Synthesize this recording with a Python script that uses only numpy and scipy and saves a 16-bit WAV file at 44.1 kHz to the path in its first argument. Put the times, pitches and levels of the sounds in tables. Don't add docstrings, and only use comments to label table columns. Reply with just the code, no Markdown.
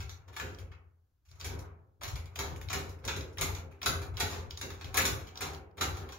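import sys
import numpy as np
from scipy import signal
from scipy.fft import rfft, irfft, next_fast_len
from scipy.io import wavfile
from scipy.ndimage import uniform_filter1d

SR = 44100
rng = np.random.default_rng(int(sys.argv[2]) if len(sys.argv) > 2 else 0)


def transcribe(u):
    v = np.clip(np.atleast_2d(u).T, -1, 1)
    q = np.round(v * 32767).astype(np.int16)
    wavfile.write(sys.argv[1], SR, q)


def rack_gain(trim_db):
    fader = np.asarray(trim_db, float)
    return 10 ** (fader / 20)


N = 272538
SIZE = next_fast_len(N + SR)
HZ = np.arange(SIZE // 2 + 1) * SR / SIZE + 1e-3
TIME = np.arange(N) / SR


def level(x, db):
    return x * rack_gain(db) / np.sqrt(np.mean(x ** 2))


def along(table):
    hz, value = np.transpose(table)
    return np.interp(np.log(HZ), np.log(np.maximum(hz, 1)), value)


def shape(x, gain):
    return irfft(rfft(x, SIZE) * gain, SIZE)[..., :N]


def decay(age, t60):
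    return np.exp(-np.log(1000) * age / t60)


def resonances(table):
    response = 0
    for k, (hz, width, db) in enumerate(table):
        damping = 1j * width * HZ
        response = response + (-1) ** k * rack_gain(db) * damping / (hz * hz - HZ ** 2 + damping)
    return response


def causal(gain_db):
    cepstrum = irfft(gain_db * np.log(10) / 20, SIZE)
    cepstrum[1:SIZE // 2] *= 2
    cepstrum[SIZE // 2 + 1:] = 0
    return np.exp(rfft(cepstrum))


def pair(likeness):
    mid, side = rfft(rng.standard_normal((2, SIZE)))
    c = np.clip(likeness, 0, .999)
    return np.sqrt(1 + c) * mid + np.sqrt(1 - c) * side * np.array([[1], [-1]])


def steady(x, smooth_s):
    return x / np.sqrt(uniform_filter1d(np.mean(x ** 2, axis=0), int(smooth_s * SR)))


def swells(s, db, rise_db_s, fall_db_s):
    slow = TIME[::64]
    age = slow - s[:, None]
    effort_db = db[:, None] + np.where(age < 0, rise_db_s, -fall_db_s) * age
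    gain = np.sqrt(np.sum(rack_gain(2 * effort_db), axis=0))
    return np.interp(TIME, slow, uniform_filter1d(gain, size=17))


def grit(rate, scatter_db):
    hit = rng.random(N) < rate / SR
    size = rack_gain(scatter_db * np.minimum(rng.exponential(size=N), 4.))
    return level(hit * rng.standard_normal(N) * size, 0)


def chatter(rate, depth_db):
    hold = int(SR / rate)
    steps = rng.standard_normal((5, N // 100))[:, :N // hold + 1]
    grip = np.repeat(steps[0] + 0.58 * steps[1:], hold, axis=1)
    return rack_gain(depth_db * uniform_filter1d(grip, hold // 2)[:, :N])


# start in seconds, peak in dB, treble in dB, rattle t60 in seconds.
SLAPS = [(0.001, -43, -0.5, 0.059), (0.3955, -25, -6.5, 0.03), (1.4435, -41.5, 4.5, 0.13),
         (2.0342, -31.5, 1.5, 0.032), (2.3885, -28, 0.5, 0.058), (2.7294, -26.5, -2, 0.064),
         (3.0773, -25, -5, 0.056), (3.4105, -21.5, 1, 0.051), (3.859, -19.5, 1, 0.034),
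         (4.1993, -23, 1, 0.056), (4.6118, -28.5, 2.5, 0.038), (4.971, -23.5, 2.5, 0.064),
         (4.9887, -29.5, -10.5, 0.097), (5.0524, -22.5, 2, 0.037), (5.4065, -31, 0, 0.092),
         (5.8089, -23, -1.5, 0.053)]
# start in seconds, peak in dB, treble in dB, rattle t60 in seconds.
CATCHES = [(0.2797, -47.5, -2, 0.039), (0.3266, -61.5, -0.5, 0.4), (0.364, -39, -2, 0.058),
           (1.252, -75, 15, 0.13), (1.289, -75, 15, .081), (1.3116, -67, 1, 0.2), (1.3542, -68.5, 5, 0.14),
           (1.3958, -56.5, 5, 0.19), (1.4106, -49.5, -14.5, 0.082), (2.011, -44, -1, 0.041),
           (2.0254, -47, -1, .1), (2.3559, -36.5, 3, 0.037), (2.6867, -36.5, -18, 0.019),
           (2.6995, -34, -2.5, 0.053), (3.02, -63, -11, .1), (3.039, -47, -13, 0.096),
           (3.0509, -31.5, 3, 0.018), (3.3815, -33, -4.5, 0.04), (3.8161, -46, -24, 0.11),
           (3.8284, -34.5, 0.5, 0.036), (4.1399, -54.5, -4, 0.13), (4.1713, -46.5, -3, 0.2),
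           (4.5016, -53, 3, 0.065), (4.577, -43, 1, 0.034), (4.943, -36.5, -1, 0.15),
           (5.3557, -51.5, -18, 0.061), (5.3706, -42, -0.5, 0.03), (5.7716, -46.5, -3, .05),
           (5.7796, -41, -7, 0.047)]
# start in seconds, peak in dB, treble in dB, rattle t60 in seconds.
BOUNCES = [(0.094, -41.5, 3.5, 0.014), (0.4524, -57.5, -4, 0.062), (0.588, -55.5, 2, 0.13),
           (0.715, -57, -9, 0.095), (1.5902, -51.5, 8.5, 0.024), (2.0786, -45.5, 6, 0.058),
           (2.159, -38.5, -2, 0.025), (2.256, -44.5, 0, 0.021), (2.561, -50.5, 10, 0.015),
           (2.613, -43.5, 1, 0.022), (2.8014, -48, -19, 0.032), (2.893, -56, 7.5, 0.03),
           (2.99, -60.5, 2.5, 0.035), (3.1631, -40.5, 7, 0.032), (3.33, -66, 12.5, .04),
           (3.2093, -47.5, -46, 0.037), (3.5485, -45, 3.5, 0.091), (3.712, -58, 0, 0.13),
           (3.79, -67, 4, 0.026), (4.0174, -43, -3, 0.062), (4.2984, -48, 2, 0.37),
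           (4.4574, -64, -17, 0.11), (4.7025, -40, -2.5, 0.027), (4.811, -39, -4, 0.032),
           (4.8453, -40, 1, 0.023), (5.2718, -51, -0.5, 0.068), (5.5313, -51.5, 3, 0.06),
           (5.97, -50, 7.5, 0.038), (6.0886, -42.5, -6, 0.034), (6.12, -43.5, 3, 0.042)]


def blows():
    power = np.zeros((4, N))
    for kind, dull_db, rise_s in ((SLAPS, -9, .004), (CATCHES, -3, .0018), (BOUNCES, -5.5, .0018)):
        for s, db, treble_db, t60 in kind:
            i = int(s * SR)
            age = TIME[:min(N - i, SR // 3)]
            rise = 1 - np.exp(-age / (rise_s * np.array([[1.3], [1], [.7], [.5]])))
            burst = rise * decay(age, max(t60, .004) * np.array([[1.2], [1], [.9], [.7]]))
            burst = burst * (1 + np.array([[0], [0], [.3], [.4]]) * np.exp(-age / 0.0039))
            tilt_db = np.array([[dull_db], [0], [0.89 * treble_db + 0.2], [treble_db - .6]])
            power[:, i:i + len(age)] += (rack_gain(db + tilt_db) * burst) ** 2
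    return power


# time in seconds, hiss in dB, dull rub in dB.
DRAGS = [(0.0, -60.5, -58), (0.2, -70.5, -70), (0.481, -55, -62), (0.65, -72, -71.5), (1.43, -72, -83),
         (1.51, -64, -52.5), (1.6, -71.5, -56.5), (2.19, -68, -81), (2.44, -48, -47), (2.7, -75, -69),
         (2.86, -57, -59), (3.0, -79, -66), (3.18, -75, -69), (3.29, -63.5, -72.5), (3.48, -50, -52.5),
         (3.85, -68, -73), (4.06, -82, -63.5), (4.3, -76, -75), (4.65, -67, -79), (4.8, -58.5, -67.5),
         (4.92, -59.5, -55.5), (5.05, -60, -66), (5.2, -56.5, -70), (5.35, -72, -78), (5.44, -62, -47),
         (5.959, -52, -52), (6.019, -74, -53)]


def drags():
    s, hiss_db, rub_db = np.transpose(DRAGS)
    hiss, rub = (swells(s, db, rise_db_s=179.5, fall_db_s=130) for db in (hiss_db, rub_db))
    return np.array([rub, (rub + hiss) / 2, hiss, hiss]) * rack_gain(np.array([[-6.], [-7.], [-7.], [-10.]]))


# frequency in Hz, density in dB per Hz.
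RATTLE = [(460, -20.5), (780, -6), (900, -6.5), (1460, -6), (1860, -11), (2270, -5.5), (3080, -11),
          (3910, -6), (4720, -10), (6800, -2.5), (8530, -4), (10300, -1.5), (13600, -12), (15800, -15.5)]
# frequency in Hz, width in Hz, level in dB.
WIRES = [(895, 90, -4), (1538, 35, 13.5), (2270, 39, -3.5), (3250, 33, -19), (3940, 76, 6), (4360, 47, -69),
         (5530, 63, -41.5), (5700, 62, -15.5), (7020, 110, 1.5), (7600, 18, 10.5)]


def rattle():
    force = np.sqrt(blows() + drags() ** 2) * chatter(260, depth_db=2.5)
    body = causal(along(RATTLE))
    wires = resonances([(hz, max(width, 75), db) for hz, width, db in WIRES])
    impacts = grit(7000, scatter_db=3.0)
    lows = [0]
    for edge_hz in (1800, 4500, 8500):
        lowpass = signal.butter(3, edge_hz, fs=SR, output="sos")
        lows.append(signal.sosfilt(lowpass, impacts))
    lows.append(impacts)
    card = 0
    for k in range(4):
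        part = lows[k + 1] - lows[k]
        card = card + shape(force[k] * part, body) / np.std(shape(part, body))
    card = card * rack_gain(-1.5)
    hard = np.minimum(force[1] / rack_gain(-30.0), 1)
    return card + rack_gain(-6.0) * shape(card * hard, wires)


# start in seconds, peak in dB, centre in Hz.
TICKS = [(0.027, -39.5, 4800), (0.0927, -44.5, 3970), (0.112, -45, 4000), (0.5475, -38.5, 4000),
         (0.5933, -41, 2440), (1.5928, -38.5, 5780), (2.08, -33, 6860), (3.1656, -38, 6960),
         (3.209, -28, 4200), (3.428, -27, 1500), (3.454, -33, 2400), (3.7115, -52, 2910),
         (3.725, -47, 2160), (4.6129, -32, 6850), (4.813, -44, 2410), (4.9437, -27.5, 3300),
         (4.9776, -31.5, 6860), (4.991, -16.5, 1480), (5.2719, -37.5, 3980), (5.289, -40, 3600),
         (5.535, -39, 3790), (5.7114, -54.5, 3500), (5.781, -43, 1530), (6.1223, -43, 6730),
         (0.364, -29.5, 2430), (0.586, -39, 3600), (1.287, -52, 3700), (1.3147, -40.5, 4360),
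         (1.3995, -39.5, 5450), (1.412, -25.5, 4060), (2.157, -31.5, 3870), (2.258, -37, 4450),
         (2.3594, -24.5, 2410), (2.561, -36, 2110), (2.614, -37.5, 2170), (2.6869, -26, 3600),
         (2.699, -29.5, 4220), (3.0516, -26, 5700), (3.373, -30.5, 2100), (3.3841, -24.5, 4530),
         (3.5507, -29.5, 4000), (3.8173, -27, 2430), (3.8305, -20, 4700), (4.1702, -24.5, 3970),
         (4.362, -36, 2200), (4.5082, -25, 3600), (4.574, -25, 4470), (4.8445, -28, 4020),
         (5.3568, -30, 3550), (5.3748, -24.5, 4360), (5.499, -40, 3250), (5.548, -33, 3800),
         (6.0907, -34.5, 2520)]


def ticks():
    out = np.zeros(N)
    age = TIME[:2000]
    for (s, db, hz), noise in zip(TICKS, rng.standard_normal((len(TICKS), 2000))):
        flute = signal.butter(2, [hz / 1.31, hz * 1.5], "bandpass", fs=SR, output="sos")
        crack = noise * decay(age, 0.016)
        snap = signal.sosfilt(flute, crack) + rack_gain(-21.5) * np.diff(crack, prepend=0)
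        i = int(s * SR)
        out[i:i + 2000] += (rack_gain(db - 6.5) * snap / np.abs(snap).max())[:N - i]
    return out


# frequency in Hz, likeness from 0 to 1.
ALIKE = [(60, 0.92), (250, 1), (700, 0.3)]
# frequency in Hz, width in Hz, level in dB.
FRAME = [(64.8, 25.6, -2.5), (89.1, 9.2, 5.5), (126, 30, -10.5)]
# frequency in Hz, width in Hz, level in dB.
BOARD = [(146.4, 5.4, 2), (191, 36, -7.5), (240, 55, -6.5), (307.6, 39.5, -5), (357, 13, -3),
         (396.3, 16.1, 1.5), (462, 49, -6.5), (531.6, 14.3, -1), (645, 103, -16)]
# time in seconds, frame boom in dB.
HEAVES = [(0.0, -40.5), (0.1, -52), (0.3, -52.5), (0.448, -45.5), (0.648, -50), (0.86, -62.5),
          (1.29, -63.5), (1.461, -41.5), (1.549, -43.5), (1.7, -53), (2.062, -45), (2.148, -38),
          (2.412, -40), (2.53, -42), (2.66, -42.5), (2.77, -43), (3.07, -42), (3.178, -40.5),
          (3.422, -37.5), (3.51, -39), (3.65, -53), (3.89, -40), (3.97, -38), (4.12, -40), (4.231, -39),
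          (4.38, -41.5), (4.54, -47), (4.72, -47), (5.5, -48.5), (5.9, -38)]
# time in seconds, board in dB, frame kick in dB.
SHUDDERS = [(0.02, -59.5, -65), (0.3, -62.5, -67), (0.439, -47.5, -47), (0.62, -61.5, -45.5),
            (1.33, -77, -55), (1.46, -51.5, -58), (1.538, -49, -46), (2.051, -57, -70), (2.18, -59, -66),
            (2.411, -45, -60), (2.53, -53, -60), (2.758, -43, -47), (2.9, -66, -45), (3.073, -45.5, -60),
            (3.178, -45, -60), (3.424, -42.5, -60), (3.65, -55.5, -57.5), (3.881, -41.5, -60),
            (4.0, -51, -60), (4.223, -42.5, -60), (4.36, -49, -60), (4.648, -47.5, -49), (4.86, -53.5, -43),
            (4.99, -40, -40), (5.05, -41.5, -43), (5.13, -63.5, -39.5), (5.431, -46, -48),
            (5.539, -53, -50), (5.824, -42.5, -42.5), (6.02, -50, -48)]


def panel():
    jerks = pair(along(ALIKE))
    boom_band = 1 / (1 + (HZ / 140) ** 6) / (1 + (42 / HZ) ** 4)
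    frame = irfft(jerks * resonances(FRAME) * boom_band, SIZE)[:, :N]
    board = irfft(jerks * resonances(BOARD), SIZE)[:, :N]
    pull_s, pull_db = np.transpose(HEAVES)
    s, board_db, kick_db = np.transpose(SHUDDERS)
    rocking = swells(np.r_[pull_s, s], np.r_[pull_db, kick_db], rise_db_s=331, fall_db_s=84.5)
    shudder = swells(s, board_db, rise_db_s=403.5, fall_db_s=78.5)
    return steady(frame, smooth_s=0.067) * rocking + steady(board, smooth_s=0.036) * shudder


# frequency in Hz, t60 in seconds.
ROOM = [(400, 0.85), (1200, 0.54), (2400, 0.39), (3200, 0.38), (7000, 0.32), (13000, 0.35)]
# frequency in Hz, left lead in radians.
SPREAD = [(0, -4.5), (860, 1.2), (1640, -0.5), (2330, -0.7), (3530, 8.5), (3960, 3), (6200, 10), (7840, 17),
          (8270, 13), (11400, 27.5), (13000, 25), (13400, 42), (15600, 37), (16500, 46.5)]


def room(x, wet_db, count):
    age, tail = TIME[:SR], 0
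    noise = rfft(rng.standard_normal((count, 2, SR)), SIZE)
    for k, (_, t60) in enumerate(ROOM):
        band = along([(hz, 1. * (j == k)) for j, (hz, _) in enumerate(ROOM)])
        tail = tail + irfft(noise * band, SIZE)[..., :SR] * decay(age, t60)
    tail = tail * (1 - np.exp(-age / 0.0012))
    tail = tail / np.sqrt(np.sum(tail ** 2) / (2 * count))
    blend = rng.standard_normal((40, count))
    blend = blend / np.linalg.norm(blend, axis=1, keepdims=True)
    blend = blend[(TIME / .18).astype(int)]
    wet = sum(shape(x * blend[:, k], rfft(tail[k], SIZE)) for k in range(count))
    direct = shape(x, np.exp(1j * along(SPREAD) * np.array([[.5], [-.5]])))
    return direct + rack_gain(wet_db) * wet


# frequency in Hz, density in dB per Hz.
FLOOR = [(15, -45), (25, -1.5), (82, 11), (217, -22), (285, -12.5), (476, -23), (775, -24), (1650, -23.5),
         (1800, -30.5), (16000, -32.5)]


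def floor():
    return level(irfft(pair(along(ALIKE)) * rack_gain(along(FLOOR)), SIZE)[:, :N], -77)


def scene():
    return room(rattle(), wet_db=5.0, count=5) + room(ticks(), wet_db=-3.5, count=1) + panel()


# lower edge in Hz, threshold in dB.
HUSH = [(1700, -96.5), (2400, -90), (3000, -62), (3800, -57), (16500, 0)]
# lower edge in Hz, share of time dropped from 0 to 1.
STRIPS = [(7580, .55), (7920, .92), (8270, .97), (8610, .85), (8960, .3), (9300, .62), (9650, .55),
          (9990, .15), (10330, 0)]


def starve(x):
    hz, _, z = signal.stft(x, SR, nperseg=1024)
    hush = np.ones(z.shape[1:])
    for (lo, knee_db), (hi, _) in zip(HUSH, HUSH[1:]):
        band = (hz >= lo) & (hz < hi)
        rms = np.sqrt(np.sum(np.abs(z[:, band]) ** 2, axis=(0, 1))) + 1e-9
        hush[band] = np.clip((rms / rack_gain(knee_db)) ** .6, rack_gain(-15.), 1)
    z = z * uniform_filter1d(hush, size=21, axis=0)
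    power = np.sum(np.abs(z[:, hz > 5000]) ** 2, axis=(0, 1))
    calm = power < 2.2 * np.roll(power, 1)
    mood = rng.random((len(STRIPS), len(power) // 4 + 1))
    mood = np.repeat(mood, 4, axis=1)[:, :len(power)]
    mood = mood + power / power.max()
    for (lo, share), (hi, _), chance in zip(STRIPS, STRIPS[1:], mood):
        z[:, (hz >= lo) & (hz < hi)] *= np.where(calm & (chance < share), .005, 1)
    return signal.istft(z, SR, nperseg=1024)[1][:, :N]


# frequency in Hz, left minus right in dB.
LEAN = [(60, 1), (110, 4.5), (200, 5.5), (380, -5), (700, 1), (1290, 0.5), (2380, 1.0), (4400, -0.5),
        (8120, -0.5), (15000, 6)]
# frequency in Hz, gain in dB.
TREBLE = [(6900, 2), (7700, -3), (8100, -13), (8800, -6.5), (9700, -1.5), (15750, 4), (16000, -43.5)]


def microphones(x):
    lean = along(LEAN) / 2
    return shape(x, rack_gain(np.array([lean, -lean]) + along(TREBLE)))


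def band_limit(x):
    return signal.sosfilt(signal.butter(12, 16620, fs=SR, output="sos"), x)


def record(dry):
    mix = starve(microphones(dry)) + microphones(floor())
    return band_limit(mix)


dry = scene()
out = record(dry)
transcribe(out)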